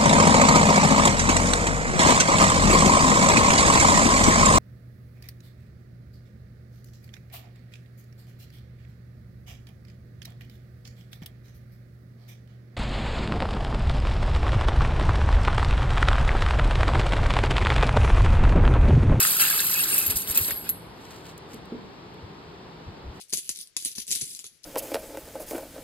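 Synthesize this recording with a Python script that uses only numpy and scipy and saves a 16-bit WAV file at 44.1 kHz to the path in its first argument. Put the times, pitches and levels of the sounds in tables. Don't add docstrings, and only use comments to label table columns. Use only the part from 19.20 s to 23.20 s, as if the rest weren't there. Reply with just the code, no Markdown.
import sys
import numpy as np
from scipy import signal
from scipy.fft import rfft, irfft, next_fast_len
from scipy.io import wavfile
from scipy.ndimage import uniform_filter1d, map_coordinates

SR = 44100
rng = np.random.default_rng(int(sys.argv[2]) if len(sys.argv) > 2 else 0)


def dump(signal):
    limited = np.clip(np.atleast_2d(signal).T, -1, 1)
    pcm = np.round(limited * 32767).astype(np.int16)
    wavfile.write(sys.argv[1], SR, pcm)


N = 176400
TIME_S = np.arange(N) / SR
TOP_HZ, RING_ATTACK_S = 15850, 0.0013


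def amp(db):
    return 10 ** (np.asarray(db) / 20)


def unit(x):
    return x / np.sqrt(np.mean(x ** 2) + 1e-20)


def along(points, hz):
    freqs_hz, values = np.transpose(points)
    return np.interp(np.log(hz + 1), np.log(freqs_hz + 1), values)


def envelope(points):
    time_s, db = np.transpose(points)
    return amp(np.interp(TIME_S, time_s, db, right=-np.inf))


def swell(centre_s, sigma_s):
    return np.exp(-.5 * ((TIME_S - centre_s) / sigma_s) ** 2)


def lowpass(hz, top_hz):
    return .5 - .5 * np.tanh((hz - top_hz) / 60)


def filtered(x, response):
    size = next_fast_len(N + SR // 2)
    return irfft(rfft(x, size) * response(np.fft.rfftfreq(size, 1 / SR)), size)[..., :N]


def coloured(x, spectrum):
    return filtered(x, lambda hz: unit(amp(along(spectrum, hz)) * lowpass(hz, TOP_HZ + 200)))


def resonance(x, centre_hz, width_hz):
    def response(hz):
        damping = 1j * hz * width_hz
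        return unit(np.abs(damping / (centre_hz ** 2 - hz ** 2 + damping)) ** 2)
    return filtered(x, response)


def widened(pair, coherence):
    def weights(hz):
        angle = np.arccos(along(coherence, hz)) / 2
        return np.array([np.cos(angle), np.sin(angle)])
    mid, side = filtered(pair, weights)
    return np.array([mid + side, mid - side])


def add(track, start_s, sound):
    part = track[round(start_s * SR):][:len(sound)]
    part += sound[:len(part)]


def burst(t60_s, attack_s=.0004):
    t = np.arange(SR // 8) / SR
    return rng.standard_normal(len(t)) * amp(-60 * t / t60_s) * (1 - np.exp(-t / attack_s))


def shower(grains, spread_db):
    count, size = grains.shape
    starts = ((rng.permutation(count) + rng.random(count)) / count * (N // 2)).astype(int)
    scaled = grains * amp(spread_db * np.clip(rng.standard_normal((count, 1)), -2, 2))
    mix = unit(np.bincount((starts[:, None] + np.arange(size)).ravel(), scaled.ravel(), N))
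    power = uniform_filter1d(uniform_filter1d(mix ** 2, size=900), size=600)
    return mix / np.sqrt(np.abs(power) + 1e-3)


def contacts(t60_s, spread_db, band_hz, count):
    t = np.arange(SR // 45) / SR
    modes_hz = rng.uniform(*band_hz, (count, 5)).T[:, :, None]
    rings = sum(np.sin(2 * np.pi * hz * t) for hz in modes_hz)
    return shower(rings * amp(-60 * t / t60_s), spread_db)


# freq_hz, gain_db
AIR_SPECTRUM = [(20, -34), (32, -16.5), (48, -7), (80, -5), (120, -4), (170, 0), (250, -8), (310, -5),
                (430, -4), (560, -11.5), (900, -8.5), (1600, -17), (2600, -21), (4500, -22.5), (5600, -30),
                (6600, -37.5), (9000, -44), (13000, -46.5), (14200, -55)]
# freq_hz, coherence
AIR_COHERENCE = [(50, 0.65), (250, 1), (500, 0.55), (1000, 0.13), (2000, 0.064), (4000, .2), (5000, 0.41),
                 (5600, 0.97), (12000, 1)]


def room_noise(level_db=-44, pan_db=0.5, top_hz=14500):
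    noise = coloured(widened(rng.standard_normal((2, N)), AIR_COHERENCE), AIR_SPECTRUM)
    noise = unit(filtered(noise, lambda hz: lowpass(hz, top_hz)))
    return noise * amp([[level_db + pan_db], [level_db - pan_db]])


# time_s, level_db
SLIDE_LEVEL = [(0.0, -33), (0.186, -39.5), (0.202, -31.5), (0.388, -37.5), (0.478, -40.5), (0.592, -36.5),
               (0.684, -41), (0.724, -38.5), (0.892, -46), (0.91, -41), (0.948, -46), (0.968, -48),
               (1.04, -50), (1.17, -41.5), (1.21, -44), (1.27, -46), (1.312, -38.5), (1.34, -48),
               (1.43, -58), (1.46, -46.5), (1.498, -48), (1.52, -81)]
# freq_hz, gain_db
SCRAPE_SPECTRUM = [(200, -28), (500, -6.5), (900, -5.5), (1400, -13.5), (2000, 1), (2700, 8.5), (3600, 7),
                   (4900, 10), (5400, -2.5), (5900, -43)]
# centre_hz, width_hz, gain_db
POT_RESONANCES = [(1377, 660, -4), (1642, 90, -12.5), (2600, 190, -15)]
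# freq_hz, coherence
POT_COHERENCE = [(500, .5), (1500, 0.53), (2000, 0.13), (2400, 0.12), (5000, 0.053)]


def pot_scrape(gain_db=-4, body_fade_db_per_s=5.5):
    grit = [contacts(t60_s=0.028, spread_db=3, band_hz=(500, 5600), count=750) for _ in range(2)]
    drive = amp(gain_db) * envelope(SLIDE_LEVEL) * widened(np.array(grit), POT_COHERENCE)
    body = sum(amp(db) * resonance(drive, hz, width_hz) for hz, width_hz, db in POT_RESONANCES)
    return coloured(drive, SCRAPE_SPECTRUM) + body * amp(-body_fade_db_per_s * TIME_S)


# time_s, level_db
FLOW_LEVEL = [(0, -19), (.064, -21), (.185, -24.5), (.216, -16), (.248, -23), (.4, -24.5), (.42, -26),
              (.47, -24.5), (.56, -26), (.597, -26.5), (.645, -27), (.665, -31), (.69, -25), (.736, -25),
              (.8, -26), (.854, -28.5), (.868, -27), (.893, -33), (.908, -24.5), (.945, -39), (.97, -25),
              (.994, -31.5), (1.02, -32.5), (1.04, -39.5), (1.07, -40), (1.077, -34), (1.112, -24),
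              (1.136, -37), (1.18, -27), (1.2, -29.5), (1.238, -28.5), (1.28, -34.5), (1.3, -38),
              (1.37, -45.5), (1.47, -45), (1.52, -50)]
# freq_hz, gain_db
CLICK_SPECTRUM = [(1500, -31), (4000, -6), (6000, -2), (8000, 1), (10000, 2), (11800, 3.5), (13300, -3),
                  (14600, 3.5), (15600, -2)]
# pitch_hz, spread_hz, level_db
COIN_SIZES = [(9310, 350, 0), (12100, 360, 1), (11650, 260, 3), (11260, 400, 5), (13100, 600, -8),
              (15600, 160, -2.5)]


def coin_stream(click_db=-4, jingle_db=-3, ring_count=1100, median_t60_s=.042):
    clicks = contacts(t60_s=0.0153, spread_db=2.5, band_hz=(3000, 16000), count=2200)
    clicks = coloured(clicks, CLICK_SPECTRUM)
    t = np.arange(SR // 16) / SR
    hz, spread_hz, db = np.array(COIN_SIZES)[np.arange(ring_count) % len(COIN_SIZES)].T[:, :, None]
    detune, life = rng.standard_normal((2, ring_count, 1))
    t60_s = median_t60_s * np.exp(.5 * life)
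    rings = amp(db - 60 * t / t60_s) * np.sin(2 * np.pi * (hz + spread_hz * detune) * t)
    jingle = shower(rings, spread_db=5.5)
    return envelope(FLOW_LEVEL) * (amp(click_db) * clicks + amp(jingle_db) * jingle)


# start_s, level_db
COIN_STRIKES = [(.002, -15), (0.028, -14), (0.069, -17), (0.205, -16.5), (0.215, -17), (0.3763, -20),
                (0.403, -14.5), (0.513, -19), (0.541, -18), (0.593, -22), (0.638, -15), (0.7806, -17),
                (0.8255, -21), (0.863, -19.5), (.8989, -19), (0.905, -18.5), (0.959, -20), (0.969, -19.5),
                (1.019, -26), (1.074, -29), (1.147, -19.5), (1.155, -17), (1.174, -16), (1.247, -28),
                (1.2795, -22), (1.3065, -21.5), (1.4856, -36), (1.4916, -18.5)]


def coin_strikes(t60_s=0.022, rebound_s=0.0042, rebound_db=-4):
    out = np.zeros(N)
    for start_s, db in COIN_STRIKES:
        add(out, start_s, amp(db) * burst(t60_s))
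        add(out, start_s + rebound_s, amp(db + rebound_db) * burst(t60_s))
    return coloured(out, CLICK_SPECTRUM)


# start_s, pitch_hz, level_db, t60_s
COIN_CLINKS = [(.016, 12600, -20, 0.078), (.105, 9500, -17, .08), (.11, 15600, -20.5, 0.12),
               (.165, 14000, -15, .06), (0.25, 12400, -17.5, .08), (.3, 11830, -14, .12),
               (0.376, 11700, -12, 0.042), (.445, 11830, -19.5, .1), (0.467, 11670, -19.5, 0.16),
               (0.512, 11900, -16, 0.082), (.53, 12300, -16.5, 0.039), (.575, 11400, -20, 0.31),
               (.589, 12000, -19, 0.071), (0.601, 9000, -20, 0.17), (.627, 12300, -16, 0.11),
               (.68, 11550, -23, 0.14), (.715, 8750, -22, 0.21), (.738, 9100, -12.5, 0.087),
               (0.738, 11540, -16, 0.11), (0.7793, 14500, -9, 0.07), (0.7806, 12060, -18, 0.15),
               (.795, 11250, -28, 0.31), (0.8615, 11676, -14, 0.13), (0.9005, 11300, -18, 0.15),
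               (0.9573, 11850, -16, 0.11), (.9697, 11460, -18, 0.065), (.995, 11770, -24.5, 0.24),
               (1.079, 11900, -25, 0.25), (1.11, 11300, -16, 0.057), (1.1548, 14268, -17, 0.097),
               (1.174, 14200, -4.5, 0.055), (1.1753, 12700, -22.5, 0.36), (1.176, 11750, -23, 0.32),
               (1.209, 14100, -18, 0.08), (1.223, 8500, -25, 0.043), (1.249, 9620, -19.5, 0.17),
               (1.248, 14946, -24, 0.12), (1.257, 11560, -22, 0.32), (1.279, 15100, -17, 0.054),
               (1.3044, 11750, -23, 0.23), (1.318, 14060, -23, 0.23), (1.337, 9530, -34, 0.16),
               (1.359, 11620, -26, 0.31), (1.4907, 11660, -14.5, 0.11), (1.4915, 14100, -18, 0.12),
               (1.4915, 10990, -31.5, 0.29)]


def coin_clinks(nominal_split_hz=129.6, twin_db=-8.5, rocks_per_s=160):
    out, t = np.zeros(N), np.arange(SR // 3) / SR
    attack = 1 - np.exp(-t / RING_ATTACK_S)
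    flutter_depth = 2.5 * (1.5 - np.exp(-t * rocks_per_s / 2))
    for start_s, hz, db, t60_s in COIN_CLINKS:
        twin_hz = hz + nominal_split_hz * rng.uniform(0.45, 1.5)
        pair = np.sin(2 * np.pi * hz * t) + amp(twin_db) * np.sin(2 * np.pi * twin_hz * t)
        rocking = map_coordinates(rng.uniform(-2.5, 0.57, rocks_per_s), [t * rocks_per_s])
        add(out, start_s, pair * attack * amp(db + flutter_depth * rocking - 60 * t / t60_s))
    return out


# start_s, pitch_hz, level_db
CLAY_TAPS = [(0.0502, 1600, -24), (0.1978, 2830, -27.5), (0.2177, 2290, -26), (0.2501, 2990, -24.5),
             (0.3005, 1493, -27.5), (0.3928, 3990, -21), (.404, 1660, -29.5), (.541, 4460, -29.5),
             (0.6363, 4060, -26.5), (0.7224, 1920, -37.5), (0.904, 3740, -33.5), (1.0745, 3440, -33.5),
             (1.1738, 3770, -29.5), (1.1832, 2890, -34.5), (1.2461, 4280, -30.5), (1.291, 1670, -40),
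             (1.3096, 1880, -32), (1.4922, 1710, -42.5)]


def clay_taps(t60_s=0.024, log_spread=0.361, mode_count=9):
    out, t = np.zeros((2, N)), np.arange(SR // 10) / SR
    taper = np.hanning(mode_count + 2)[1:-1, None]
    for start_s, pitch_hz, db in CLAY_TAPS:
        for side in out:
            offsets = np.linspace(-1, 1, mode_count) + rng.normal(0, .1, mode_count)
            modes_hz = pitch_hz * np.exp(log_spread * offsets)[:, None]
            modes = taper * rng.choice([-1, 1], (mode_count, 1)) * np.sin(2 * np.pi * modes_hz * t)
            add(side, start_s, modes.sum(0) * amp(db - 60 * t / t60_s))
    return widened(out, POT_COHERENCE)


# start_s, pitch_hz, level_db
RIM_HITS = [(0.1986, 2580, -28.5), (0.2157, 2710, -22), (.25, 2720, -29), (0.316, 2740, -38),
            (.356, 2620, -32), (.4004, 2640, -31.5), (.5191, 2640, -33.5), (0.556, 2570, -26.5),
            (0.5774, 2600, -23), (0.5987, 2710, -23), (0.7263, 2690, -22), (.741, 2710, -35.5),
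            (0.759, 2670, -32), (.7785, 2610, -27), (0.796, 2670, -40), (0.8112, 2600, -28.5),
            (0.832, 2540, -32), (.872, 2620, -37), (0.91, 2560, -32.5), (1.1642, 2540, -30),
            (1.184, 2720, -35.5), (1.463, 2470, -39)]


def rim_rings(t60_s=.09, scatter_rad=0.95):
    out, t = np.zeros((2, N)), np.arange(SR // 5) / SR
    for start_s, hz, db in RIM_HITS:
        gain = amp(db - 60 * t / t60_s) * (1 - np.exp(-t / RING_ATTACK_S))
        for side, phase in zip(out, rng.normal(0, scatter_rad, 2)):
            add(side, start_s, gain * np.sin(2 * np.pi * hz * t + phase))
    return out


# centre_s, sigma_s, level_db
NOTE_FLOPS = [(.76, 0.11, -44.5), (.91, 0.019, -43.5), (.97, 0.01, -49), (1.11, 0.025, -44),
              (1.195, 0.028, -44), (1.295, 0.012, -41.5)]
# freq_hz, gain_db
FLOP_SPECTRUM = [(100, -9), (300, 6), (550, -0.5), (1000, -5), (2500, -3), (5000, -25.5), (8000, -35)]


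def note_flops():
    gain = sum(amp(db) * swell(centre_s, sigma_s) for centre_s, sigma_s, db in NOTE_FLOPS)
    return coloured(rng.standard_normal(N) * gain, FLOP_SPECTRUM)


# centre_s, pitch_hz, level_db, sigma_s
HANDLING_THUMPS = [(0.897, 82.6, -31, 0.011), (0.963, 70, -32, 0.0098), (1.106, 87, -33.5, 0.007),
                   (1.217, 81, -29.5, 0.0085), (1.326, 61, -45.5, 0.028), (3.045, 95.6, -34.5, 0.0098),
                   (3.687, 80, -32.5, 0.013), (3.874, 66.3, -35, 0.019), (3.9, 70, -33, 0.012)]


def handling_thumps(pan_db=1):
    drift = unit(uniform_filter1d(rng.standard_normal(N), size=700))
    phase = uniform_filter1d(drift, size=200)
    out = sum(amp(db) * swell(centre_s, sigma_s) * np.sin(2 * np.pi * hz * (TIME_S - centre_s) + phase)
              for centre_s, hz, db, sigma_s in HANDLING_THUMPS)
    return out * amp([[pan_db], [-pan_db]])


# centre_s, sigma_s, level_db
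NOTE_RUSTLES = [(1.84, 0.042, -55.5), (1.915, 0.0078, -54), (1.96, 0.048, -53), (2.06, 0.01, -51),
                (2.095, 0.022, -51), (2.335, 0.031, -53.5), (3.965, 0.021, -59)]
# start_s, level_db
CREASE_SNAPS = [(1.908, -44), (1.962, -46), (2.056, -48), (2.092, -46), (2.333, -43)]
# freq_hz, gain_db
PAPER_SPECTRUM = [(300, -18), (1000, 2.5), (2500, 1.5), (5000, 0.5), (8000, -3), (12000, -6.5),
                  (15000, -13)]


def note_rustle(crinkle_db=3, crease_t60_s=0.039):
    crinkle = amp(crinkle_db * unit(uniform_filter1d(rng.standard_normal(N), size=90)))
    gain = sum(amp(db) * swell(centre_s, sigma_s) for centre_s, sigma_s, db in NOTE_RUSTLES)
    paper = unit(crinkle * rng.standard_normal(N)) * gain
    for start_s, db in CREASE_SNAPS:
        add(paper, start_s, amp(db) * burst(crease_t60_s))
    return coloured(paper, PAPER_SPECTRUM)


# start_s, level_db
COIN_TICKS = [(2.178, -40.5), (2.342, -39), (2.4543, -51), (2.9413, -56)]


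def coin_ticks(t60_s=0.024):
    out = np.zeros(N)
    for start_s, db in COIN_TICKS:
        add(out, start_s, amp(db) * burst(t60_s))
    return coloured(out, CLICK_SPECTRUM)


# start_s, level_db
POT_BUMPS = [(2.342, -40), (2.521, -32), (2.546, -36)]
# pitch_hz, gain_db, t60_s
HOLLOW_MODES = [(236.4, 7.9, 0.08), (289, 8.7, 0.052), (329, 6.8, 0.043), (445, 4.6, 0.077)]


def pot_bumps(attack_s=0.0035):
    out, t = np.zeros(N), np.arange(SR // 4) / SR
    ring = sum(amp(db - 60 * t / t60_s) * np.sin(2 * np.pi * hz * t) for hz, db, t60_s in HOLLOW_MODES)
    ring *= 1 - np.exp(-t / attack_s)
    for start_s, db in POT_BUMPS:
        add(out, start_s, amp(db) * ring)
    return out


# freq_hz, t60_s
REVERB_DECAY = [(200, 0.74), (3000, 0.26), (12000, 0.62)]
# freq_hz, gain_db
REVERB_SPECTRUM = [(200, -7.5), (1500, -5.5), (4500, -2.5), (5600, -87), (8000, -6), (14000, -29.5)]


def reverb(x):
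    hz, t, noise = signal.stft(rng.standard_normal((2, SR // 2)), SR, nperseg=256)
    decay = amp(-60 * t / along(REVERB_DECAY, hz)[:, None])
    tail = signal.istft(noise * decay, SR, nperseg=256)[1]
    wet = signal.fftconvolve(x[None], tail / np.linalg.norm(tail[0]), axes=1)[:, :N]
    return filtered(wet, lambda hz: amp(along(REVERB_SPECTRUM, hz)))


# freq_hz, lead_cycles
LEFT_LEAD = [(100, 0), (2000, 0), (3900, .05), (5900, .5), (8000, 1), (10100, 1.5), (12500, 2),
             (14800, 2.5), (16000, 2.75)]


def scene():
    near = coin_stream() + coin_clinks() + coin_strikes() + coin_ticks()
    near += note_rustle() + note_flops() + pot_bumps()
    wide = pot_scrape() + clay_taps() + rim_rings() + room_noise()
    side_sign = np.array([[1], [-1]])
    direct = filtered(near + wide, lambda hz: np.exp(1j * np.pi * along(LEFT_LEAD, hz) * side_sign))
    return direct + reverb(near) + handling_thumps()


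def record(dry):
    return filtered(dry, lambda hz: lowpass(hz, TOP_HZ))


dry = scene()
out = record(dry)
dump(out)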